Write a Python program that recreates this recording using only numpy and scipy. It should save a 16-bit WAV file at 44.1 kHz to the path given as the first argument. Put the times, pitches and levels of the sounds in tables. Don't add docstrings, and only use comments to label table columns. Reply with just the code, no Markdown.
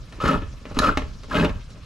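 import sys
import numpy as np
from scipy import signal
from scipy.fft import rfft, irfft, next_fast_len
from scipy.io import wavfile
from scipy.ndimage import uniform_filter1d

SR = 44100
rng = np.random.default_rng(int(sys.argv[2]) if len(sys.argv) > 2 else 0)


def master(y):
    cut = np.clip(np.atleast_2d(y).T, -1, 1)
    pcm = np.round(cut * 32767)
    wavfile.write(sys.argv[1], SR, pcm.astype(np.int16))


N = 81585


def amp(db):
    return 10 ** (np.asarray(db) / 20)


def evened(x):
    return x / np.sqrt(np.mean(x ** 2) + 1e-20)


def read(points, hz):
    point_hz, value = np.transpose(points)
    return np.interp(np.log(hz + 1), np.log(point_hz + 1), value)


def colour(x, points):
    size = next_fast_len(2 * x.shape[-1])
    gain = amp(read(points, np.fft.rfftfreq(size, 1 / SR)))
    return irfft(rfft(x, size) * gain, size)[..., :x.shape[-1]]


def ring(x, modes):
    t = np.arange(4096) / SR
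    tap = np.zeros(4096)
    for hz, width_hz, db in modes:
        strength = amp(db) * np.sqrt(width_hz)
        tap += strength * np.exp(-np.pi * width_hz * t) * np.sin(2 * np.pi * hz * t)
    return signal.oaconvolve(x, tap / np.linalg.norm(tap))[:len(x)]


# pitch_hz, density_db (dB per Hz)
AIR_COLOUR = [(59, -66), (100, 2), (244, -10), (362, -20.5), (559, -18.5), (846, -28.5), (1130, -20),
              (1750, -30), (1900, -30.5), (2240, -26), (5580, -28.5), (14200, -55.5)]
# pitch_hz, likeness (0 to 1)
AIR_LIKENESS = [(60, 1), (230, 0.98), (910, 0.76), (3530, 0.57), (13700, 0.9)]
AIR_DB, PATCH_DB = -45, 2.5


def air():
    frames, hz = N // 128 + 5, np.fft.rfftfreq(512, 1 / SR)
    a, b, c, d, patches = rng.standard_normal((frames, 257, 5)).T
    patches = uniform_filter1d(patches, 30, 0)
    patches = evened(uniform_filter1d(patches, 8, 1))
    same = np.clip(read(AIR_LIKENESS, hz), -1, 1)[:, None]
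    left = a + 1j * b
    right = same * left + np.sqrt(1 - same ** 2) * (c + 1j * d)
    grid = np.array([left, right]) * amp(PATCH_DB * patches)
    noise = signal.istft(grid, nperseg=512, noverlap=384)[1][:, :N]
    return amp(AIR_DB) * evened(colour(noise, AIR_COLOUR))


# time_s, level_db
RUMBLE_LEVEL = [(0.0, -33.5), (0.086, -46.5), (0.252, -33), (0.276, -17), (0.328, -61), (0.349, -26),
                (0.674, -44.5), (0.782, -28), (1.082, -29.5), (1.122, -36.5), (1.256, -41), (1.458, -24.5),
                (1.484, -28), (1.57, -28.5), (1.606, -37.5), (1.678, -37.5), (1.71, -45), (1.85, -41.5)]
# pitch_hz, density_db (dB per Hz)
RUMBLE_SPECTRUM = [(8.8, -37), (15, 10), (54, 11), (135, -1.5), (170, -8.5), (220, -23), (265, -66)]


def rumble():
    a, b = rng.standard_normal((2, N))
    x = colour(np.array([a + 0.41 * b, a - 0.069 * b]), RUMBLE_SPECTRUM)
    slow_power = uniform_filter1d((x ** 2).mean(0), 3000)
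    x = x / np.sqrt(abs(slow_power) + 1e-12)
    time_s, level_db = np.transpose(RUMBLE_LEVEL)
    side_db = np.array([[-1.], [1.]])
    return x * amp(np.interp(np.arange(N) / SR, time_s, level_db) + side_db)


# start_s, level_db, thud_db and treble_edge_db (both against level_db), slow_tail_t60_s (time
# to fall 60 dB)
SNAP_LIST = [(0.124, -32.5, 3, -15.5, 0.5), (0.2028, -28.5, 4, -21, 0.11), (0.2364, -42, -19, -23, 0.078),
             (0.253, -18.5, 5, -22, 0.041), (0.2798, -26, -2, -6.5, 0.098), (0.4207, -32, 7, -29, 0.097),
             (0.575, -58, -22.5, -8, 0.07), (0.654, -30.5, 7.5, -37, 0.39), (0.717, -41, 16, -16, 0.073),
             (0.7464, -42.5, 5, -3, 0.11), (0.769, -32.5, 19, -13, 0.13), (0.789, -10.5, -39, -4, 0.039),
             (0.82, -24.5, 11, -10, 0.14), (0.9724, -10.5, 2.5, -18.5, 0.098), (0.9925, -33, 12, -23, 0.21),
             (1.019, -31, 6.5, -28, 0.47), (1.234, -35.5, -1.5, -9.5, 0.094), (1.2418, -47, 17, -11, 0.15),
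             (1.297, -35, 1, -13, 0.12), (1.3425, -21.5, -17, -29, 0.06),
             (1.4466, -13.5, -2.5, -20.5, 0.055), (1.493, -21.5, 4, -30, 0.088), (1.704, -58, 7, 10, 0.12)]
# pitch_hz, density_db (dB per Hz)
CRACK_COLOUR = [(260, -44), (450, 2), (824, -4.5), (1170, 2.5), (1460, -6), (2520, -3), (3080, -8),
                (5000, -30), (6500, -26), (11000, -120)]
TICK_COLOUR = [(2650, -29), (4000, 5.5), (4700, -5), (6200, -6.5), (7930, -10), (8610, -23.5),
               (9700, -11.5), (14200, -30)]
# pitch_hz, width_hz, level_db
BODY_MODES = [(274.4, 44, 4), (203, 90, -14), (312, 85, -2.5), (428.5, 55, 0.5), (549, 14, -7.5),
              (599.4, 17, -6), (867, 170, -5), (1050, 89, -14)]
LID_MODES = [(1065, 48, -2), (1230, 50, -4), (1295, 29, 9.5), (1330, 27, 0)]
UPPER_LID_MODES = [(1592, 63, 1.5), (1734, 25, 7.5)]
RIM_MODES = [(2096, 18, -5.5), (2567, 28, 2), (2875, 68, 1), (3005, 62, -2.5), (3256, 78, -2.5),
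             (3590, 76, -6.5), (3816, 38, -11.5)]
CUTTER_MODES = [(4203, 120, 1.5), (4780, 82, -5), (5187, 70, -2.5), (5650, 94, -14), (6640, 90, -8.5),
                (7770, 66, -17), (9880, 330, -10)]
# pitch_hz, gain_db
BASS_CUT_GAIN = [(105, -8.5), (160, -1.5), (400, -0.38)]
CRACK_DB, TICK_DB, THUD_DB, RING_DB, SNAP_CUTTER_DB = -8.5, -5, -8, -14, -18
SNAP_RISE_S, FIRST_T60_S, AFTER_DB = .0007, 0.027, -8.5


def snaps():
    crack_noise, strike_noise = rng.standard_normal((2, N))
    envelopes, t = np.zeros((3, N)), np.arange(N) / SR
    for start_s, level_db, thud_db, edge_db, t60_s in SNAP_LIST:
        age = np.maximum(t - start_s, 0)
        rise = np.sin(np.pi / 2 * np.minimum(age / SNAP_RISE_S, 1)) ** 2
        fall = amp(-60 * age / FIRST_T60_S) + amp(AFTER_DB - 60 * age / t60_s)
        envelopes += rise * fall * amp(level_db + np.array([[0], [thud_db], [edge_db]]))
    main, thud, edge = envelopes
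    crack = amp(CRACK_DB) * main * evened(colour(crack_noise, CRACK_COLOUR))
    tick = amp(TICK_DB) * edge * evened(colour(crack_noise, TICK_COLOUR))
    boom = amp(THUD_DB) * colour(ring(thud * strike_noise, BODY_MODES), BASS_CUT_GAIN)
    metal = amp(RING_DB) * ring(main * strike_noise, LID_MODES + UPPER_LID_MODES + RIM_MODES)
    wheel = amp(SNAP_CUTTER_DB) * ring(edge * strike_noise, CUTTER_MODES)
    return crack + tick + boom + metal + wheel


# time_s, main_lid_db, upper_lid_db, can_shudder_db, grinding_db, fine_scrape_db
HALF_TURNS = [
    [(0.186, -54, -68, -33.5, -68, -67), (0.2, -51, -64, -49, -54, -65), (0.216, -28, -49, -64, -35.5, -47),
     (0.242, -16, -50, -18, -39, -44.5), (0.258, -27, -27, -35, -29, -41), (0.272, -21, -34, -19, -38, -44),
     (0.282, -22, -32, -26, -30, -36), (0.294, -15, -38, -18.5, -39, -44),
     (0.316, -21, -34.5, -22, -30.5, -47), (0.362, -26, -42, -22, -40, -58),
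     (0.41, -84.5, -57, -43.5, -52, -66), (0.428, -49, -50, -32.5, -50, -72),
     (0.442, -44, -56, -45, -54, -79), (0.52, -60, -74, -59, -77, -73)],
    [(0.7, -55, -70, -68, -67, -53), (0.714, -41, -76, -33.5, -68, -75), (0.746, -46, -70, -54, -51, -53.5),
     (0.776, -31, -55, -28.5, -30, -57), (0.78, -55, -61, -28, -74, -47), (0.79, -23, -37, -29.5, -44, -41),
     (0.802, -29, -24, -19, -55, -60), (0.814, -28, -56, -33.5, -31.5, -41),
     (0.844, -18, -41, -29, -25, -38), (0.892, -17, -31.5, -20.5, -32.5, -44.5),
     (0.914, -46, -62, -28.5, -39, -59), (0.946, -51, -55, -41, -48, -96), (0.964, -49, -50, -59, -53, -77)],
    [(1.284, -75, -77, -45, -74, -67), (1.312, -25, -51, -39.5, -43, -51),
     (1.338, -21, -50, -30, -39.5, -48), (1.356, -32, -36, -22, -27, -49),
     (1.386, -18.5, -36, -21.5, -31.5, -40), (1.404, -51, -66, -18.5, -31.5, -43),
     (1.426, -42, -29.5, -19.5, -38.5, -45), (1.452, -44, -38, -18, -32.5, -48),
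     (1.472, -52, -58, -24.5, -41, -71), (1.5, -42, -44, -36, -66, -62), (1.528, -42, -67.5, -58, -68, -78),
     (1.554, -74, -56, -45, -62, -101), (1.6, -75, -64, -48.5, -60, -59)],
]
OFF_DB = -76


def effort(column):
    t, total = np.arange(N) / SR, np.zeros(N)
    for turn in HALF_TURNS:
        points = np.array(turn)
        total += amp(np.interp(t, points[:, 0], points[:, column], left=OFF_DB, right=OFF_DB))
    return total


def per_turn(db):
    return amp(np.interp(np.arange(N) / SR, [turn[5][0] for turn in HALF_TURNS], db))


BASE_SLIPS_PER_S, SLIP_SPREAD_DB, HISS_SHARE = 500, 4.5, 0.52


def slips(rate_factor):
    draw = rng.random((N, 3))
    size_db = SLIP_SPREAD_DB * np.minimum(-np.log(draw[:, 0] + 1e-9), 4)
    size = amp(size_db) * np.sign(draw[:, 1] - .5)
    jolts = size * (draw[:, 2] < rate_factor * BASE_SLIPS_PER_S / SR)
    return evened(jolts) + HISS_SHARE * rng.standard_normal(N)


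def steady(x):
    return x / np.sqrt(abs(uniform_filter1d(x ** 2, 700)) + 1e-9)


CHATTER_DB, CHATTER_S = 4.5, .006


def chatter():
    wave = evened(uniform_filter1d(rng.standard_normal(N), round(CHATTER_S * SR)))
    return evened(amp(CHATTER_DB * np.clip(wave, -3, 1.5)))


# pitch_hz, width_hz, level_db
LOWEST_MODE = [(176.8, 13, 0)]
LOWEST_TURN_DB = [-6.5, -10, -3.5]


def body_shudder(low):
    deepest = steady(ring(ring(low, LOWEST_MODE), LOWEST_MODE))
    shudder = steady(ring(low, BODY_MODES)) + per_turn(LOWEST_TURN_DB) * deepest
    return colour(shudder, BASS_CUT_GAIN) * uniform_filter1d(effort(column=3), 300)


# tilt_db (added to one, taken off the other)
UPPER_LID_TILT = [-10, -5, 11]
MAIN_LID_DB = -6.0


def lid_ring(both):
    tilt = np.sqrt(per_turn(UPPER_LID_TILT))
    upper = tilt * ring(both, UPPER_LID_MODES[:1]) + ring(both, UPPER_LID_MODES[1:]) / tilt
    main = steady(ring(both, LID_MODES)) * effort(column=1) * amp(MAIN_LID_DB) * chatter()
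    return main + steady(upper) * effort(column=2)


RIM_RASP_DB = [-3, -5.5, 0]
# pitch_hz, density_db (dB per Hz)
SCRAPE_COLOUR = [(350, -17), (600, 6.5), (716, -29), (1320, 3.5), (1920, -19), (2550, -52), (5000, -32),
                 (6500, -60), (11000, -120)]


def grinding(fine, teeth):
    strength = effort(column=4)
    rasp = per_turn(RIM_RASP_DB) * ring(evened(teeth) * strength, RIM_MODES) * chatter()
    return rasp + strength * evened(colour(fine, SCRAPE_COLOUR))


# pitch_hz, density_db (dB per Hz)
FINE_COLOUR = [(2650, -9), (4500, -2), (7970, -8.5), (8730, -52), (10500, -24), (13000, -33), (14200, -63)]
CUTTER_DB, FINE_DB = -2.5, -4


def cutting_wheel(teeth, dust):
    strength = effort(column=5)
    wheel = amp(CUTTER_DB) * ring(evened(teeth + dust) * strength, CUTTER_MODES)
    return wheel + amp(FINE_DB) * strength * evened(colour(dust, FINE_COLOUR))


def cranking():
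    low, teeth, fine = steady(slips(0.97)), steady(slips(2.5)), steady(slips(6.7))
    dust = slips(12.)
    lid = lid_ring(steady(low + fine))
    return body_shudder(low) + lid + grinding(fine, teeth) + cutting_wheel(teeth, dust)


# start_s, length_s (until the fall begins), level_db, pitch_hz
SQUEAK_LIST = [(0.201, 0.012, -29.5, 1290), (0.212, 0.025, -31.5, 1300), (0.256, 0.011, -24.5, 1290),
               (0.279, 0.019, -19.5, 1300), (0.336, .016, -25, 1300), (0.355, 0.017, -30.5, 1300),
               (0.79, 0.015, -23, 1240), (0.819, 0.0049, -21.5, 1310), (0.832, 0.0043, -17, 1310),
               (0.844, 0.016, -18.5, 1317), (0.868, 0.011, -21, 1320), (0.885, 0.012, -17, 1320),
               (0.934, 0.012, -41, 1300), (0.948, 0.012, -38.5, 1300), (1.311, 0.011, -31.5, 1630),
               (1.339, 0.036, -26, 612), (1.339, 0.019, -26, 1300), (1.364, 0.048, -30.5, 1590)]
SQUEAK_RISE_S, SQUEAK_FALL_S, WOBBLE = 0.0022, 0.002, 0.042


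def squeaks():
    t, out = np.arange(N) / SR, np.zeros(N)
    waver = 1 + WOBBLE * evened(uniform_filter1d(rng.standard_normal(N), 120))
    wavering_time = np.cumsum(waver) / SR
    for start_s, length_s, level_db, pitch_hz in SQUEAK_LIST:
        rise = np.clip((t - start_s) / SQUEAK_RISE_S, 0, 1)
        fall = np.exp(-np.maximum(t - start_s - length_s, 0) / SQUEAK_FALL_S)
        tone = np.sqrt(2) * np.sin(2 * np.pi * pitch_hz * wavering_time)
        out += amp(level_db) * rise * fall * tone
    return out * np.sqrt(chatter())


# pitch_hz, difference_db
LEFT_LEAN = [(60, -5), (120, -4), (230, 1.5), (460, 0.5), (910, 2.0), (1790, 2), (3530, -1.5), (6960, -0.5),
             (13700, 1)]
# pitch_hz, phase_radians
LEFT_LEAD = [(330, -0.12), (690, -1.07), (1120, 0.38), (1460, -1.38), (1810, -0.35), (3010, -0.83),
             (6550, -0.49), (13900, -1.2)]


def two_sides(x):
    size = next_fast_len(2 * N)
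    hz = np.fft.rfftfreq(size, 1 / SR)
    half = amp(read(LEFT_LEAN, hz) / 2) * np.exp(.5j * read(LEFT_LEAD, hz))
    return irfft(rfft(x, size) * np.array([half, 1 / half]), size)[:, :N]


# pitch_hz, t60_s (time to fall 60 dB)
KITCHEN_T60 = [(100, 0.14), (500, 0.27), (2000, 0.23), (8000, 0.25)]
# pitch_hz, level_db
KITCHEN_LEVEL = [(100, 2.5), (200, -29.5), (700, -7), (3000, -10.5), (6000, -7), (13000, -13)]


def kitchen(x):
    taps = np.zeros((2, SR // 2))
    slots = np.arange(100, SR // 2 - 20, 20)
    places = slots + rng.integers(0, 20, (2, len(slots)))
    np.put_along_axis(taps, places, rng.choice([-1., 1.], places.shape), 1)
    hz, t, bands = signal.stft(taps, SR, nperseg=256)
    decay = amp(-60 * t / read(KITCHEN_T60, hz)[:, None])
    tail = signal.istft(bands * decay, SR, nperseg=256)[1]
    tail = tail / np.linalg.norm(tail[0])
    return signal.fftconvolve(colour(x, KITCHEN_LEVEL)[None], tail, axes=1)[:, :N]


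def scene():
    can = snaps() + cranking() + squeaks()
    return air() + rumble() + two_sides(can) + kitchen(can)


EDGE_HZ = 14150


def record(dry):
    low_pass = signal.firwin(511, EDGE_HZ, window=("kaiser", 9), fs=SR)
    return signal.oaconvolve(dry, low_pass[None], "same")


dry = scene()
out = record(dry)
master(out)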